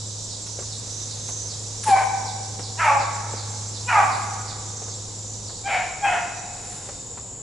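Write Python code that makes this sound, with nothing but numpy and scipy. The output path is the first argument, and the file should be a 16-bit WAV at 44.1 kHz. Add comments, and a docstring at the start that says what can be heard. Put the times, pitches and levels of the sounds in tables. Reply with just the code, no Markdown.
"""Beside a country road, beagles bay five times from the brush: the vocal folds sag in pitch and
break into hoarse, irregular vibration, and the woods reverberate after each cry. Crickets trill by
stridulation, a broad insect buzz fades away, and a cicada's timbals repeat a falling phrase in the
trees. A far engine idles at its firing frequency, then dies down. Twigs snap and leaves rustle now
and then, over a low rumble of outdoor air."""
import sys
import numpy as np
from scipy import signal
from scipy.fft import rfft, irfft, next_fast_len
from scipy.io import wavfile
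from scipy.ndimage import uniform_filter1d

SR = 44100
rng = np.random.default_rng(int(sys.argv[2]) if len(sys.argv) > 2 else 0)


def put_to_file(sound):
    """Save the sound as 16-bit audio at rate SR, in the file named by the first command-line argument."""
    columns = np.atleast_2d(sound).T  # one column per channel
    safe = np.clip(columns, -1, 1)
    whole_steps = np.round(safe * 32767)
    wavfile.write(sys.argv[1], SR, whole_steps.astype(np.int16))


N = 327201
TIME = np.arange(N) / SR

# Levels are relative within each table; spectra give level per unit bandwidth.
# Spectrum of the massed crickets: f/Hz, level/dB
TRILL_SPECTRUM = [(6300, -44), (6600, -1.5), (6950, 8), (7200, 7), (7420, 5), (7900, 0.5), (8300, -16.5),
                  (9200, -18)]
# Envelope of their trill: t/s, level/dB
TRILL_ENVELOPE = [(0.0, -41.5), (1.32, -39), (2.6, -40.5), (7.42, -38)]
# Spectrum of the insect buzz: f/Hz, level/dB
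BUZZ_SPECTRUM = [(2800, -24), (3300, -11.5), (3700, -6.5), (3950, -4), (4300, -5.5), (5200, -1.5),
                 (5600, 0), (5900, -1.5), (6400, -2), (6900, -4.5), (8200, -4.5), (9500, -18)]
# Envelope of the buzz: t/s, level/dB
BUZZ_ENVELOPE = [(0.0, -39), (0.8, -39), (3.74, -41), (6.96, -46), (7.17, -50), (7.42, -55.5)]
# Single insects within the buzz: f/Hz, level/dB
NEAR_INSECTS = [(3650, -55.5), (3900, -56), (4550, -55), (5600, -49), (5930, -48.5), (6350, -47)]
# Spectrum of leaves in contact: f/Hz, level/dB
LEAF_SPECTRUM = [(1000, 1.5), (3000, -2), (5000, -3.5), (9000, 2), (11000, -0.5)]
# Envelope of the leaf hiss: t/s, level/dB
HISS_ENVELOPE = [(0.0, -61), (1.05, -52.5), (3.33, -58), (4.11, -49), (4.51, -57.5), (6.88, -61),
                 (7.42, -64.5)]
# Course of the idling engine: t/s, firing f/Hz, level/dB
ENGINE_IDLE = [(0.0, 105.4, -35.5), (0.27, 105.7, -39.5), (3.51, 104.7, -33.5), (5.43, 104.4, -38.5),
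               (5.68, 105.6, -46.5), (7.27, 103.9, -48), (7.42, 106.6, -47)]
# Spectrum of the outdoor rumble: f/Hz, level/dB
RUMBLE_SPECTRUM = [(20, -1.5), (48, 2), (65, 0.5), (85, 3.5), (125, 2), (170, -1), (260, -7.5)]
# Spectrum of the wash from the woods: f/Hz, level/dB
WASH_SPECTRUM = [(130, -19), (210, -6), (300, -3), (400, -2.5), (490, 2), (620, -6), (950, -5.5),
                 (1400, -17.5), (2200, -23.5), (3200, -19)]
# Envelope of the wash: t/s, level/dB
WASH_ENVELOPE = [(0.0, -48), (3.2, -46), (7.42, -48)]
# Runs of pips from one cricket: t/s, duration/s, level/dB
PIP_RUNS = [(.07, .8, -33.5), (2.97, 2.1, -34.5), (5.19, .8, -39)]
# The cicada settles into its pace, then tires: t/s, phrase period/s
CICADA_PACE = [(.33, .398), (1.5, .39), (2.28, .369), (4.13, .369), (4.5, .42), (4.92, .58)]
# Strength of its held note: t/s, level/dB
CICADA_HELD = [(.33, -41.5), (1.5, -36), (1.9, -41), (2.7, -44.5), (5.5, -41)]
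# Leaves brushed: t/s, level/dB, half-width/s
RUSTLES = [(0.473, -42, 0.011), (1.295, -40, 0.016), (1.842, -31, 0.0069), (1.892, -31, 0.03),
           (1.98, -40.5, 0.11), (6.76, -45, 0.21)]
# Twigs giving way underfoot: t/s, level/dB, resonance f/Hz
TWIG_SNAPS = [(.589, -32, 424), (.623, -44.5, 1080), (1.288, -38, 706), (1.886, -27.5, 368),
              (2.593, -30, 376), (3.337, -32.5, 396), (4.819, -36.5, 435), (4.879, -41, 800),
              (5.495, -39.5, 805), (6.889, -33.5, 548), (7.173, -38, 966)]
# The five cries: t/s, duration/s, level/dB, first f/Hz, last f/Hz, sag time/s, scoop depth/1,
# hoarseness delay/s, roughness/1, push delay/s, push gain/dB, push half-width/s
BAYS = [ (1.855, .21, -15.5, 888, 764.5, .048, 0.002, 0.094, 0.55, 0.08, 9, 0.017),
        (2.775, 0.23, -23, 1026, 811, 0.098, 0.099, 0.011, 0.86, 0.13, 12, 0.083),
        (3.868, 0.33, -22.5, 1030, 744.3, 0.092, .07, .008, 0.9, 0.12, 12.5, 0.075),
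        (5.638, 0.23, -26.5, 805.3, 719.5, .1, 0.061, 0.031, 1.04, 0.11, 10.5, 0.034),
        (6.016, .18, -19, 837, 702, .066, 0.0292, 0.024, 0.84, 0.129, 4.5, 0.01)]
# Formants of throat and mouth in the opening yelp: f/Hz, level/dB
YELP_FORMANTS = [(400, -18), (600, -3.5), (800, 1.5), (1050, 4), (1350, -13.5), (1620, -7.5), (1850, -11.5),
                 (2330, -5.5), (2700, -23), (3500, -27), (5000, -43)]
# Formants of the two near bays: f/Hz, level/dB
NEAR_FORMANTS = [(420, -23), (560, -3.5), (670, 4), (830, 8), (1000, 4.5), (1200, 5.5), (1420, -2),
                 (1750, -9.5), (2050, -3.5), (2450, -9.5), (2800, -25), (3300, -29), (5000, -29),
                 (10000, -38)]
# Formants of the first far bay: f/Hz, level/dB
FAR_FORMANTS = [(400, -27), (600, -2.5), (750, 3.5), (950, -4.5), (1200, -9), (1550, -3.5), (1900, -5.5),
                (2370, -0.5), (2700, -10.5), (3100, -13.5), (3600, -21), (4400, -21), (6000, -30),
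                (10000, -32)]
# Formants of the last far bay: f/Hz, level/dB
LAST_FORMANTS = [(300, -18), (480, -22), (720, 1.5), (950, -3), (1200, -12), (1650, -7.5), (1870, -7),
                 (2080, -5.5), (2300, -17), (2550, -5.5), (2850, -20), (3120, -12.5), (3650, -33.5),
                 (9000, -32)]


def from_db(db):
    """Amplitude ratio: a factor of ten for every 20 dB."""
    return 10 ** (np.asarray(db) / 20)


def unit_power(x):
    """Normalisation by the root mean square."""
    return x / np.sqrt(np.mean(x ** 2) + 1e-20)


def in_time(rows, t=TIME):
    """Linear interpolation of each column against time."""
    times, *columns = np.transpose(rows)
    return [np.interp(t, times, column) for column in columns]


def colour(x, spectrum):
    """Spectral shaping to unit power, with skirts of 24 dB per octave beyond the outline."""
    size = next_fast_len(x.shape[-1])
    hz, db = np.transpose(spectrum)
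    f = np.fft.rfftfreq(size, 1 / SR) + 1e-3
    skirts = np.minimum(f / hz[0], 1) ** 4 * np.minimum(hz[-1] / f, 1) ** 4
    gain = from_db(np.interp(np.log(f), np.log(hz), db)) * skirts
    return unit_power(irfft(rfft(x, size) * gain, size)[..., :x.shape[-1]])


def drift(rate_hz, size=N):
    """Random fluctuation of unit variance, band-limited to about rate_hz."""
    count = int(size / SR * rate_hz * 2) + 4
    smooth = signal.resample_poly(rng.standard_normal(count), 6, 1)
    return np.interp(np.arange(size) / SR * rate_hz * 12, np.arange(len(smooth)), smooth)


def noise_band(phase, half_width_hz):
    """Random quadrature modulation spreads a carrier into a narrow band."""
    in_phase = drift(half_width_hz, len(phase)) * np.cos(phase)
    quadrature = drift(half_width_hz, len(phase)) * np.sin(phase)
    return (in_phase + quadrature) / np.sqrt(2)


def wide_noise(side_db, size=N):
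    """Partial coherence: a weak difference signal widens white noise in stereo."""
    mid, side = rng.standard_normal((2, size))
    return unit_power(mid + from_db(side_db) * side * [[1], [-1]])


def pan(x, left_db):
    """A level difference between the channels sets the apparent direction."""
    return x * from_db([[left_db / 2], [-left_db / 2]])


def swell(centre_s, half_width_s):
    """A Gaussian envelope, down to 1/e at its half-width."""
    return np.exp(-np.minimum(((TIME - centre_s) / half_width_s) ** 2, 50))


def add(out, start_s, x):
    """Superposition of a short sound at a given time."""
    i = max(int(start_s * SR), 0)
    out[..., i:i + x.shape[-1]] += x[..., :N - i]


def cricket_trill():
    """Stridulation: many scraping wings sum incoherently to a high band of noise."""
    level_db, = in_time(TRILL_ENVELOPE)
    trill = colour(wide_noise(side_db=-10), TRILL_SPECTRUM)
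    return pan(trill * from_db(level_db + 0.65 * drift(55)), left_db=1.5)


def insect_buzz():
    """Many wings merge into a broad band that throbs by amplitude modulation."""
    level_db, = in_time(BUZZ_ENVELOPE)
    buzz = colour(wide_noise(side_db=-5), BUZZ_SPECTRUM)
    return pan(buzz * from_db(level_db + 1 + 1.1 * drift(12)), left_db=-4)


def leaf_hiss():
    """Countless leaf contacts sum to broadband noise."""
    level_db, = in_time(HISS_ENVELOPE)
    return colour(wide_noise(side_db=-6.5), LEAF_SPECTRUM) * from_db(level_db + 5)


def near_insects():
    """Narrow bands are heard as pitches: a few nearer insects stand out of the buzz and fade with it."""
    buzz_db, = in_time(BUZZ_ENVELOPE)
    voices = sum(from_db(db + 4 * drift(1.14)) * noise_band(2 * np.pi * hz * TIME, half_width_hz=55)
                 for hz, db in NEAR_INSECTS)
    return pan(voices * from_db(buzz_db - buzz_db.max()), left_db=-3)


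def engine():
    """Periodic firing: only the fundamental and a trace of the octave carry from afar."""
    firing_hz, level_db = in_time(ENGINE_IDLE)
    phase = 2 * np.pi * np.cumsum(firing_hz * (1 + 0.0024 * drift(6.2))) / SR
    fundamental = from_db(-1.1 + 0.5 * drift(11)) * np.sin(phase)
    octave = from_db(-21.5 + 0.79 * drift(2.04)) * np.sin(2 * phase)
    return np.sqrt(2) * from_db(level_db) * (fundamental + octave)


def outdoor_air():
    """Ambient noise: a nearly coherent rumble under a more diffuse wash from the woods."""
    wash_db, = in_time(WASH_ENVELOPE)
    rumble = colour(wide_noise(side_db=-21), RUMBLE_SPECTRUM)
    wash = colour(wide_noise(side_db=-7.5), WASH_SPECTRUM)
    return from_db(-46) * rumble + from_db(wash_db + 1) * wash


def cricket_pips(pitch_hz=7540, period_s=0.1805, half_width_s=0.013, spread_db=1.8):
    """Stridulation in pulses: one near cricket scrapes short tones at an even pace."""
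    notes = [(s, db) for start, length, db in PIP_RUNS
             for s in np.arange(start, start + length, period_s)]
    uneven = from_db(spread_db * drift(4.4))
    envelope = uneven * sum(from_db(db) * swell(s, half_width_s) for s, db in notes)
    phase = 2 * np.pi * np.cumsum(pitch_hz * (1 + 0.00957 * drift(200))) / SR
    return envelope * np.sin(phase)


def cicada_phrases(count, first_end_db=-37, loss_db_per_s=22):
    """Fatigue: a longer period weakens the phrase's end. Yields t/s, end level/dB, held level/dB."""
    s, first_period = CICADA_PACE[0]
    for _ in range(count):
        period, = in_time(CICADA_PACE, s)
        held_db, = in_time(CICADA_HELD, s)
        yield s, first_end_db - loss_db_per_s * (period - first_period), held_db
        s += period


def cicada(top_hz=6140, bottom_hz=4050, fall_s=0.027, end_s=0.034, hold_s=0.13, half_width_hz=400):
    """Timbal clicks drive a resonance that holds a high note, then sags as the insect relaxes."""
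    out = np.zeros(N)
    t = np.arange(-SR * 3 // 10, SR // 5) / SR  # zero at the middle of the fall
    sag = (1 + np.tanh(t / fall_s)) / 2
    phase = 2 * np.pi * np.cumsum(top_hz + (bottom_hz - top_hz) * sag) / SR
    held_shape = np.exp(-((t + hold_s) / hold_s) ** 4)
    end_shape = np.exp(-((t - 0.02) / end_s) ** 2)
    for s, end_db, held_db in cicada_phrases(count=14):
        # uneven clicks make the note a band of noise, which widens as it falls
        held = from_db(held_db) * held_shape * noise_band(phase, half_width_hz)
        end = from_db(end_db) * end_shape * noise_band(phase, 2 * half_width_hz)
        add(out, s + t[0] - 0.02, held + end)
    stem_echo = 0.3 * np.interp(TIME - 0.0036, TIME, out)  # nearby stems make the band ring
    heard = woods(out + stem_echo, brush_db=-1.5, brush_t60=0.56, trees_db=-14, trees_t60=0.72,
                  side_db=-11)
    return from_db(-1) * pan(heard, left_db=-7)


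def woods(x, brush_db, brush_t60, trees_db, trees_t60, side_db):
    """Reverberation by scattering: short and dense from close brush, longer and duller from trunks."""
    t = np.arange(2 * SR) / SR
    brush = wide_noise(side_db, len(t)) * from_db(-60 * t / brush_t60) * (1 - np.exp(-(t / 0.0072) ** 2))
    trees = wide_noise(side_db, len(t)) * from_db(-60 * t / trees_t60) * (1 - np.exp(-t / 0.1))
    brush, trees = unit_power(brush) / np.sqrt(len(t)), unit_power(trees) / np.sqrt(len(t))
    trees = signal.sosfilt(signal.butter(1, 1800, fs=SR, output="sos"), trees)
    impulse_response = from_db(brush_db) * brush + from_db(trees_db) * trees
    return x + signal.fftconvolve(x[None], impulse_response, axes=1)[:, :N]


def leaf_rustles():
    """Friction: leaves brush past each other in clumps of tiny crackles."""
    envelope = sum(from_db(db) * swell(s, half_width) for s, db, half_width in RUSTLES)
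    crackles = wide_noise(side_db=-11) * from_db(1.8 * drift(500))
    return envelope * colour(crackles, LEAF_SPECTRUM)


def twig_snaps(snap_s=0.002, crunch_s=0.016):
    """Fracture: a twig gives a crisp transient and a brief crunch through one broad resonance."""
    t, out = np.arange(SR // 10) / SR, np.zeros(N)
    for s, db, hz in TWIG_SNAPS:
        body = signal.lfilter(*signal.iirpeak(hz, Q=2.4, fs=SR), rng.standard_normal(len(t)))
        burst = colour(rng.standard_normal(len(t)), [(500, 21), (1500, -2), (4000, -35)])
        snap = burst * np.exp(-t / snap_s)
        crunch = unit_power(body) * np.exp(-t / crunch_s) * (1 - np.exp(-t / 0.00078))
        add(out, s, from_db(db) * (crunch + snap))
    return out


def vocal_effort(cry, t, scoop_s=0.01795, attack_s=0.023, release_s=0.025, break_s=0.026):
    """Breath drives phonation: a cry scoops up, sags, turns hoarse and swells with a push of the chest."""
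    (start, length, level_db, first_hz, last_hz, sag_s, scoop,
     break_after, roughness, push_after, push_db, push_s) = cry
    fade_db_per_s, edge_db = 43, 23.5  # the dog runs out of air; depth of onset and release
    clear_roughness, push_clears = 0.065, 0.46  # before the break; share of roughness lost in the push
    age = t - start
    pitch_hz = last_hz + (first_hz - last_hz) * np.exp(-(age / sag_s) ** 2)
    pitch_hz *= 1 - scoop * np.exp(-(age / scoop_s) ** 2)
    push = np.exp(-((age - push_after) / push_s) ** 2)
    sounding = np.minimum(np.minimum(age / attack_s, (length - age) / release_s), 1)
    envelope_db = level_db - fade_db_per_s * age + push_db * push - edge_db * (1 - sounding)
    broken = np.clip((age - break_after) / break_s, 0, 1)
    rough = (clear_roughness + (roughness - clear_roughness) * broken) * (1 - push_clears * push)
    return pitch_hz, envelope_db, np.clip(rough, 0, 1)


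def bay(cry, formants, split, cycle, jitter, rasp, gape, closing_s, soft_db, thin_db=0):
    """Source and filter: vocal folds split into beats of `cycle` pulses; a closing mouth shapes them."""
    start, length = cry[:2]
    size = int(length * SR)
    t = start + np.arange(size) / SR
    pitch_hz, level_db, rough = vocal_effort(cry, t)
    phase = 2 * np.pi * np.cumsum(pitch_hz * (1 + jitter * rough * drift(217.66, size))) / SR
    # each overtone flutters; a clear voice has weaker ones than a forced voice
    overtones = sum(from_db(2.6 * drift(40.7, size)) * np.cos(k * phase + k * k) for k in range(2, 13))
    folds = (np.cos(phase) + from_db(-soft_db * (1 - rough) ** 4) * overtones) / np.sqrt(6)
    # strong and weak pulses put lines between the harmonics, which wander as the folds slip out of step
    slipped = phase / cycle + 0.5 * rough * drift(44.8, size)
    subharmonics = sum(from_db(5.9 * drift(27.95, size)) * np.cos(k * slipped + k * k)
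                       for k in range(1, 8 * cycle) if k % cycle)
    breath = rng.standard_normal(size) * (1 + 0.98 * np.cos(phase / cycle))  # turbulence, once a beat
    source = folds + split * np.sqrt(rough) * unit_power(subharmonics) + rasp * rough * breath
    # the mouth starts wide, so the formants slide down; the low body swells in late
    hz, formant_db = np.transpose(formants)
    low_body = np.interp(hz, [1000, 1400], [1, 0])
    opening = np.exp(-((t - start) / closing_s) ** 2)
    voice = 0
    for step in np.arange(4) / 3:  # crossfade through four mouth shapes
        share = np.maximum(1 - 3 * np.abs(opening - step), 0)
        mouth = np.transpose([hz * (1 + gape * step), formant_db - thin_db * step * low_body])
        voice = voice + share * colour(source, mouth)
    voice /= np.sqrt(uniform_filter1d(voice ** 2, size=700) + 1e-6)  # effort alone sets the level
    out = np.zeros(N)
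    add(out, start, voice * from_db(level_db))
    return out


def beagles():
    """Direct sound plus reflections: one clear yelp, two hoarse bays near by, two deeper in the brush."""
    yelp = bay(BAYS[0], YELP_FORMANTS, split=0.2, cycle=3, jitter=0.052, rasp=2.7,
               gape=0.05, closing_s=0.036, soft_db=17.5)
    near = bay(BAYS[1], NEAR_FORMANTS, split=0.99, cycle=3, jitter=0.056, rasp=1.7,
               gape=0.11, closing_s=0.098, soft_db=10, thin_db=15.5)
    near += bay(BAYS[2], NEAR_FORMANTS, split=1.2, cycle=2, jitter=0.085, rasp=1.7,
                gape=0.2, closing_s=0.071, soft_db=3, thin_db=11)
    far = bay(BAYS[3], FAR_FORMANTS, split=0.25, cycle=3, jitter=0.047, rasp=3,
              gape=0.013, closing_s=0.085, soft_db=6)
    far += bay(BAYS[4], LAST_FORMANTS, split=0.52, cycle=3, jitter=0.048, rasp=1.6,
               gape=0.011, closing_s=0.054, soft_db=7)
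    yelp = (woods(yelp, brush_db=-3, brush_t60=0.99, trees_db=-9, trees_t60=1.95, side_db=-5)
            + tree_line(yelp, lag_s=0.237, echo_db=-12.5))
    near = (woods(near, brush_db=-1, brush_t60=0.65, trees_db=-6, trees_t60=1.69, side_db=-6)
            + tree_line(near, lag_s=0.14, echo_db=-14.5))
    far = woods(far, brush_db=0, brush_t60=0.69, trees_db=-8, trees_t60=2.07, side_db=-8)
    return (from_db(-0.5) * (pan(yelp, left_db=1) + pan(near, left_db=-0.2))
            + from_db(-0.1) * pan(far, left_db=0.4))


def tree_line(x, lag_s, echo_db):
    """Reflection from the far edge of the woods returns one distinct, dull echo."""
    echo = signal.sosfilt(signal.butter(2, 1300, fs=SR, output="sos"), x)
    return from_db(echo_db) * np.interp(TIME - lag_s, TIME, echo, left=0)


def scene():
    """Superposition: the pressures of insects, foliage, dogs, engine and air add."""
    chorus = cricket_trill() + insect_buzz() + leaf_hiss() + near_insects() + cricket_pips() + cicada()
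    underfoot = twig_snaps() + leaf_rustles()
    return chorus + underfoot + beagles() + engine() + outdoor_air()


def record(dry):
    """Band limiting: a steep low-pass filter removes the highest treble."""
    stop_hz, transition_hz = 11110, 160
    size = next_fast_len(N + SR // 10)
    gain = np.clip((stop_hz - np.fft.rfftfreq(size, 1 / SR)) / transition_hz, 0, 1)
    return irfft(rfft(dry, size) * gain, size)[:, :N]


dry = scene()
out = record(dry)
put_to_file(out)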